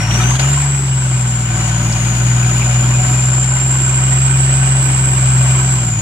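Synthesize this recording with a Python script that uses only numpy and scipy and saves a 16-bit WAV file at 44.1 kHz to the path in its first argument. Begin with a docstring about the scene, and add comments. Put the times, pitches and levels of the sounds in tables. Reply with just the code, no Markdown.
"""A six-cylinder turbo diesel works at raised revs a few metres away among trees.
Its exhaust is a boom of steady notes, all tied to one engine cycle of six firings.
The block and panels clatter as noise that swells with that cycle; loose parts tick and ring when the engine
picks up speed, and sharp knocks are short bursts of noise.
The turbo whistles a tone that warbles mainly once every two firings and echoes, over a hiss and a low rumble."""
import sys
import numpy as np
from scipy import signal
from scipy.fft import rfft, irfft, next_fast_len
from scipy.io import wavfile
from scipy.ndimage import uniform_filter1d

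SR = 44100
rng = np.random.default_rng(int(sys.argv[2]) if len(sys.argv) > 2 else 0)


def store_wav(level_fs):
    """Save 16-bit WAV to argv[1]."""
    pcm = np.round(np.clip(np.atleast_2d(level_fs), -1, 1) * 32767)
    wavfile.write(sys.argv[1], SR, pcm.T.astype(np.int16))


N = 265129

# All dB levels are relative settings, before the final stage.
# Exhaust over time: t/s, firings f/Hz, firing note level/dB, half-rate note (every second firing) level/dB
EXHAUST_CURVE = [(0.0, 109.0, -17.5, -27.5), (0.14, 116.0, -15.0, -22.5), (0.3, 125.0, -12.0, -22.0),
                 (0.49, 137.9, -13.5, -23.0), (0.6, 140.3, -15.0, -24.0), (0.72, 137.0, -15.0, -27.5),
                 (1.12, 126.2, -15.0, -28.5), (1.5, 117.7, -16.5, -27.0), (1.7, 116.7, -16.5, -25.0),
                 (1.95, 118.0, -15.5, -25.5), (2.24, 121.4, -13.0, -24.0), (2.62, 122.1, -13.0, -24.5),
                 (2.9, 123.8, -11.5, -24.0), (3.22, 126.6, -14.0, -26.0), (3.7, 129.4, -14.0, -26.0),
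                 (3.95, 128.5, -13.5, -26.0), (4.34, 131.6, -12.0, -25.0), (4.62, 132.3, -12.5, -25.5),
                 (4.88, 131.4, -13.0, -26.5), (5.2, 128.3, -12.0, -25.0), (5.44, 128.5, -12.0, -24.5),
                 (5.62, 130.1, -12.5, -25.0), (5.72, 129.6, -13.5, -26.5), (6.01, 108.0, -18.0, -30.5)]
# Notes left by unequal cylinders: multiple of the engine cycle, level/dB above the lumpy level
LUMPY_NOTES = [(7, -8), (8, -.5), (9, -5), (10, -17), (11, -12)]
# Other quiet exhaust notes: multiple of the engine cycle, level/dB
FAINT_NOTES = [(4, -46), (5, -37), (13, -52), (14, -52), (16, -51), (17, -44.5), (18, -52)]
# Loudness of the block and panels: t/s, level/dB
CLATTER_CURVE = [(0.0, -25.5), (0.18, -22), (0.63, -24.5), (0.8, -28.5), (1.45, -28), (1.6, -25),
                 (3.1, -24.5), (3.3, -26), (4.5, -25), (5.1, -25.5), (5.55, -23.5), (6.01, -29.5)]
# Colour of the block's noise: f/Hz, level/dB per Hz
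CLATTER_COLOUR = [(400, -26), (480, 1.5), (600, 3.5), (900, 13.5), (1300, 8), (1700, 15.5), (2050, 8),
                  (2350, 5.5), (2620, -5), (2950, -2), (3700, -28), (4600, -24), (6000, -43), (12000, -44)]
# Ringing panels: f/Hz, width/Hz, level/dB
PANEL_RINGS = [(580, 37, -15), (745, 14.5, -12.5), (825, 30, -16.5), (1006, 220, -10), (1304, 100, -12),
               (1506, 64, -9), (2255, 200, -13.5), (2455, 42, -11.5), (2854, 85, -9), (3157, 130, -13.5)]
# Sharp knocks: t/s, starting level/dB, lowest f/Hz, highest f/Hz, time to fall 60 dB/s
KNOCK_EVENTS = [(.05, -25, 900, 1070, .1), (.109, -19, 2000, 3750, .1), (.195, -19, 1230, 1340, 0.18),
                (.21, -21, 3500, 3900, 0.076), (.275, -20, 2770, 3000, .1), (0.307, -14, 930, 1130, 0.09),
                (0.355, -25, 1500, 4500, 0.078), (0.394, -14.5, 250, 8200, 0.11),
                (.489, -36, 1500, 4230, .1), (.57, -20, 900, 1080, 0.13), (0.614, -27, 2000, 3600, 0.12),
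                (1.923, -17.5, 4300, 8350, 0.08), (2.425, -20, 2140, 2820, 0.094),
                (2.619, -19.5, 2100, 2820, .08)]
# Pitch of the turbo whistle: t/s, f/Hz
WHISTLE_PITCH = [(0.0, 5600), (0.1, 5720), (0.24, 6140), (0.48, 7160), (0.6, 7500), (0.76, 7670),
                 (1.0, 7630), (1.6, 7050), (1.85, 6880), (2.05, 6840), (2.6, 7050), (3.4, 7350),
                 (4.0, 7490), (4.4, 7680), (4.95, 7745), (5.4, 7600), (5.72, 7620), (5.86, 7400),
                 (6.01, 6900)]
# Loudness and place of the whistle: t/s, level/dB, left minus right level/dB
WHISTLE_LEVEL = [(0.0, -28.5, 0), (0.16, -24, 1), (0.45, -21, 1.5), (0.6, -18, -2), (0.8, -23, 0.5),
                 (1.3, -22.5, 1), (1.95, -25, 5.5), (2.55, -21.5, 4), (2.9, -20.5, 0), (3.25, -18, 1.5),
                 (4.1, -17.5, -5.5), (4.85, -18, -5), (5.3, -17.5, -1.5), (5.7, -18.5, -3),
                 (6.01, -22.5, 2.5)]
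# Paths of the whistle to each side: left delay/ms, left level/dB, right delay/ms, right level/dB
WHISTLE_PATHS = [(0, 4.5, 1.8, -7.5), (1.32, -16, 2.16, -1), (2.66, 2, 5, -3.5), (5.3, 0, 7.56, -7.5),
                 (9.7, 7.5, 4.7, -3), (14.1, -8, 16.5, -4)]
# Colour of the intake hiss: f/Hz, level/dB per Hz
HISS_COLOUR = [(4500, 3), (5800, 4.5), (7500, 13.5), (8500, 4), (10000, -2.5), (11500, -6), (12500, -27),
               (14400, -10), (14800, -44), (16000, -53)]
# Colour of the rumble under the exhaust notes: f/Hz, level/dB per Hz
RUMBLE_COLOUR = [(25, -16), (45, -37), (85, 3.5), (150, 6.5), (220, 4.5), (300, 3.5), (375, 3), (420, -3),
                 (520, -23)]
# How alike the noise is at the two microphone ports: f/Hz, likeness (0 to 1)
PORT_LIKENESS = [(60, .99), (270, .95), (500, .86), (800, .8), (1200, .62), (2500, .6), (5000, .5),
                 (9000, .25), (15000, .1)]
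# How far the left port leads the right (negative: it lags): f/Hz, phase/rad
PORT_LEAD = [(900, 0), (1380, -0.13), (1720, -3), (2410, 0), (3880, -8), (5000, -8.5), (15000, -9)]
# Difference in loudness between the ports: f/Hz, left minus right level/dB
PORT_BALANCE = [(60, 1), (270, -0.5), (450, 1), (740, 3), (1220, 8), (2010, 11), (3330, 1), (5500, 0),
                (9080, -1.5), (15000, -5)]
# Brief dips in level, knocks left out: deepest point t/s, depth/dB, length/s
LEVEL_DIPS = [(0.061, 2, .04), (0.382, 7.5, 0.021), (1.466, 1, 0.087), (1.924, 1.5, 0.049)]

SILENCER_HZ, SILENCER_WIDTH_HZ, SILENCER_DB = 229, 12, 3
# Lumpy notes: level at low revs, firing rate where they start to fade, and loss above it
LUMPY_DB, LUMPY_KNEE_HZ, LUMPY_LOSS_DB_PER_HZ = -23, 115.4, 0.73
LUMPY_FOLLOWS = 0.5  # share of the clatter's ups and downs in dB
WARBLE_HZ, WARBLE_FROM_HZ, WARBLE_FULL_HZ = 205, 4900, 6800  # full warble; pitches where it starts, is full
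HISS_DB, HISS_FOLLOWS = -26, 0.76  # level at mean clatter; share of the clatter's ups and downs in dB
RUMBLE_OVER_DB, RUMBLE_WAVER_DB = -8, 2.5  # level against the clatter setting; slow wavering
CUTOFF_HZ = 15838  # from here up, at least 70 dB is taken away
LEFT_RIGHT = np.array([[1], [-1]])  # plus for left, minus for right


def amp(db):
    """Turn dB into a gain."""
    return 10 ** (np.asarray(db) / 20)


def rms_one(x):
    """Scale a sound to an rms (average strength) of 1."""
    return x / np.sqrt(np.mean(x ** 2) + 1e-20)


def in_time(rows):
    """Join a table's points with straight lines: one value per sample for each column."""
    s, *columns = np.transpose(rows)
    return [np.interp(np.arange(N) / SR, s, c) for c in columns]


def at_hz(points, hz):
    """Read a table at a frequency, with frequency on a log scale."""
    f, value = np.transpose(points)
    return np.interp(np.log(hz + 1), np.log(f + 1), value)


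def drift(rate_hz):
    """Random wandering of spread 1: smoothed noise, made at every tenth sample."""
    r = np.exp(-20 * np.pi * rate_hz / SR)
    noise = rng.standard_normal(N // 10 + 4002)
    slow = signal.lfilter([1], [1, -2 * r, r * r], noise)[4000:]  # skip the filter's start
    slow = rms_one(slow - slow.mean())
    return np.interp(np.arange(N) / 10, np.arange(len(slow)), slow)


def resonance(x, hz, width_hz):
    """Ring at one pitch with about gain 1 there; a narrower width rings longer."""
    r = np.exp(-np.pi * width_hz / SR)
    b = (1 - r * r) / 2 * np.array([1, 0, -1])
    return signal.lfilter(b, [1, -2 * r * np.cos(2 * np.pi * hz / SR), r * r], x)


def band(x, low_hz, high_hz):
    """Keep the sound between two frequencies."""
    return signal.sosfilt(signal.butter(2, [low_hz, high_hz], "band", fs=SR, output="sos"), x)


def port_noise(spectrum=((1, 0), (2, 0))):
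    """Coloured noise at two ports: partly shared, shifted in phase, tilted to one side; overall rms 1."""
    size = next_fast_len(N)
    hz = np.arange(size // 2 + 1) * SR / size
    left, own = rfft(rng.standard_normal((2, size))) * amp(at_hz(spectrum, hz))
    alike = at_hz(PORT_LIKENESS, hz)
    shared = alike * left * np.exp(-1j * at_hz(PORT_LEAD, hz))
    right = shared + np.sqrt(1 - alike ** 2) * own
    tilt = amp(at_hz(PORT_BALANCE, hz) / 2)
    return rms_one(irfft(np.array([left * tilt, right / tilt]), size)[:, :N])


def exhaust(cycle, firing_db, half_db, lumpy_db):
    """Gas pulses heard as low notes locked to the engine cycle; the silencer rings on the lumpy ones."""
    def note(k, db, waver_db):
        """One note; 7 and 8 lead by a quarter period, other side notes lag by one, which evens the throb."""
        quarter = 0 if k in (3, 6) else 1 if k in (7, 8) else -1
        gain = np.sqrt(2) * amp(db + waver_db * drift(10))
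        return gain * np.cos(k * cycle + np.pi / 2 * quarter)

    boom = note(6, firing_db, 0.9) + note(3, half_db, 0.5)
    lumpy = sum(note(k, db + lumpy_db, 1.5) for k, db in LUMPY_NOTES)
    faint = sum(note(k, db, 3.8) for k, db in FAINT_NOTES)
    ringing = amp(SILENCER_DB) * resonance(lumpy, SILENCER_HZ, SILENCER_WIDTH_HZ)
    mono = boom + lumpy + faint + ringing
    sides = mono * amp(0.65 * LEFT_RIGHT)  # left 0.65 dB up, right 0.65 dB down
    sides[0] = np.r_[np.zeros(2), sides[0, :-2]]  # it reaches the right port two samples sooner
    return sides


def clatter(cycle, level_db):
    """Combustion noise in block and panels, swelling in step with the engine cycle and the firings."""
    beat_db = 1.1 * np.cos(cycle) + 1.1 * np.cos(3 * cycle) + 0.8 * np.cos(6 * cycle)
    body = port_noise(CLATTER_COLOUR)
    out = np.zeros((2, N))
    edges = 300 * 2 ** np.arange(0, 5.6, 0.5)  # half-octave bands, in Hz
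    for low, high in zip(edges, edges[1:]):  # each band flickers on its own
        out += band(body, low, high) * amp(1.42 * drift(17))
    # the noise that shakes the panels swells once a cycle
    blows = port_noise() * amp(0.7 * np.cos(cycle + 1.5) + 0.7 * drift(25))
    for k, (hz, width, db) in enumerate(PANEL_RINGS):
        sign = (-1) ** k  # every other panel is flipped
        out += sign * amp(db + 1.53 * drift(12)) * rms_one(resonance(blows, hz, width))
    return out * amp(level_db + beat_db)


def rattle(firing_hz):
    """Loose parts tick at random and ring briefly while the engine gains speed."""
    gain_hz_per_s = uniform_filter1d(np.gradient(firing_hz) * SR, size=SR // 5)
    pick_up = np.clip(gain_hz_per_s / 55 - 0.12, 0, 1)
    struck = rng.random(N) < 400 * pick_up / SR  # up to 400 ticks a second on average
    ticks = struck * amp(3 * np.minimum(rng.exponential(1, N), 3))
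    pitches = np.geomspace(550, 3600, 24)  # Hz
    dealt = rng.integers(0, 24, N)  # which pitch each tick strikes
    out = np.zeros((2, N))
    for k, hz in enumerate(pitches):
        ring = resonance(ticks * (dealt == k) + 1e-18, hz, 40 + hz / 50)
        side_db = at_hz(PORT_BALANCE, hz) / 2 + 2 * rng.normal()
        out += ring * amp(LEFT_RIGHT * side_db)
    return out * amp(8.5)


def knocks():
    """Each knock is a sudden burst of noise in one band that dies fast."""
    out, noise = np.zeros((2, N)), port_noise()
    t = np.arange(SR // 5) / SR
    for s, db, low_hz, high_hz, t60 in KNOCK_EVENTS:
        at = round(s * SR)
        piece = noise[:, at:at + len(t)]
        burst = rms_one(band(band(piece, low_hz, high_hz), low_hz, high_hz))
        rise = np.minimum(t / 0.001, 1)  # 1 ms fade-in
        out[:, at:at + len(t)] += burst * amp(db - 60 * t / t60) * rise
    return out


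def whistle(cycle, hz, warble_hz, level_db, pan_db):
    """Exhaust pulses vary the shaft speed, so the tone warbles; reflections turn warble into throb."""
    swing = np.sin(3 * cycle) + 0.4 * np.sin(6 * cycle) + 0.14 * np.sin(cycle) + 0.1156 * drift(55.3)
    phase = 2 * np.pi * np.cumsum(hz + warble_hz * swing) / SR
    heard, t = np.zeros((2, N)), np.arange(N) / SR
    for left_ms, left_db, right_ms, right_db in WHISTLE_PATHS:
        for side, (ms, db) in enumerate([(left_ms, left_db), (right_ms, right_db)]):
            late = (ms + 0.023 * drift(0.66)) / 1000  # paths change as the listener sways
            echo = np.sin(np.interp(t - late, t, phase))
            heard[side] += amp(db + 3 * drift(40)) * echo
    # even out each side over 0.2 s, so that the level table sets the loudness
    heard = heard / np.sqrt(uniform_filter1d(heard ** 2, size=SR // 5, axis=1))
    pulse_db = 0.84 * np.cos(cycle) + 1.6 * np.cos(3 * cycle)
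    return heard * amp(level_db + pulse_db + pan_db / 2 * LEFT_RIGHT)


def intake(cycle, level_db):
    """Air rushing into the compressor: hiss that pulses once every two firings and flickers."""
    return port_noise(HISS_COLOUR) * amp(level_db + 0.57 * np.cos(3 * cycle) + 0.86 * drift(23))


def rumble(clatter_db):
    """Low noise under the exhaust notes, following the clatter level and wavering slowly."""
    return port_noise(RUMBLE_COLOUR) * amp(clatter_db + RUMBLE_OVER_DB + RUMBLE_WAVER_DB * drift(4))


def dips():
    """Gain with a smooth, brief drop at each dip."""
    t = np.arange(N) / SR
    return amp(-sum(db * np.exp(-((t - s) / (length / 2)) ** 2) for s, db, length in LEVEL_DIPS))


def scene():
    """Drive every layer from the engine's curves and mix them; the dips spare the knocks."""
    firing_hz, firing_db, half_db = in_time(EXHAUST_CURVE)
    clatter_db, = in_time(CLATTER_CURVE)
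    swing_db = clatter_db - clatter_db.mean()
    shaft_hz, = in_time(WHISTLE_PITCH)
    cycle = 2 * np.pi * np.cumsum(firing_hz) / SR / 6  # angle: one round for six firings

    fade_db = LUMPY_LOSS_DB_PER_HZ * np.maximum(firing_hz - LUMPY_KNEE_HZ, 0)
    lumpy_db = LUMPY_DB - fade_db + LUMPY_FOLLOWS * swing_db
    engine = exhaust(cycle, firing_db, half_db, lumpy_db) + clatter(cycle, clatter_db) + rattle(firing_hz)

    # the warble is wider at a higher whistle pitch, up to its full width
    spin = np.minimum((shaft_hz - WARBLE_FROM_HZ) / (WARBLE_FULL_HZ - WARBLE_FROM_HZ), 1)
    turbo = whistle(cycle, shaft_hz, WARBLE_HZ * spin, *in_time(WHISTLE_LEVEL))
    air = intake(cycle, HISS_DB + HISS_FOLLOWS * swing_db)
    return (engine + turbo + air + rumble(clatter_db)) * dips() + knocks()


def record(dry):
    """Round the peaks slightly and cut the top of the treble."""
    rounded = 1.225 * np.tanh(dry / 1.183)
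    return signal.sosfilt(signal.cheby2(12, 70, CUTOFF_HZ, fs=SR, output="sos"), rounded)


dry = scene()
out = record(dry)
store_wav(out)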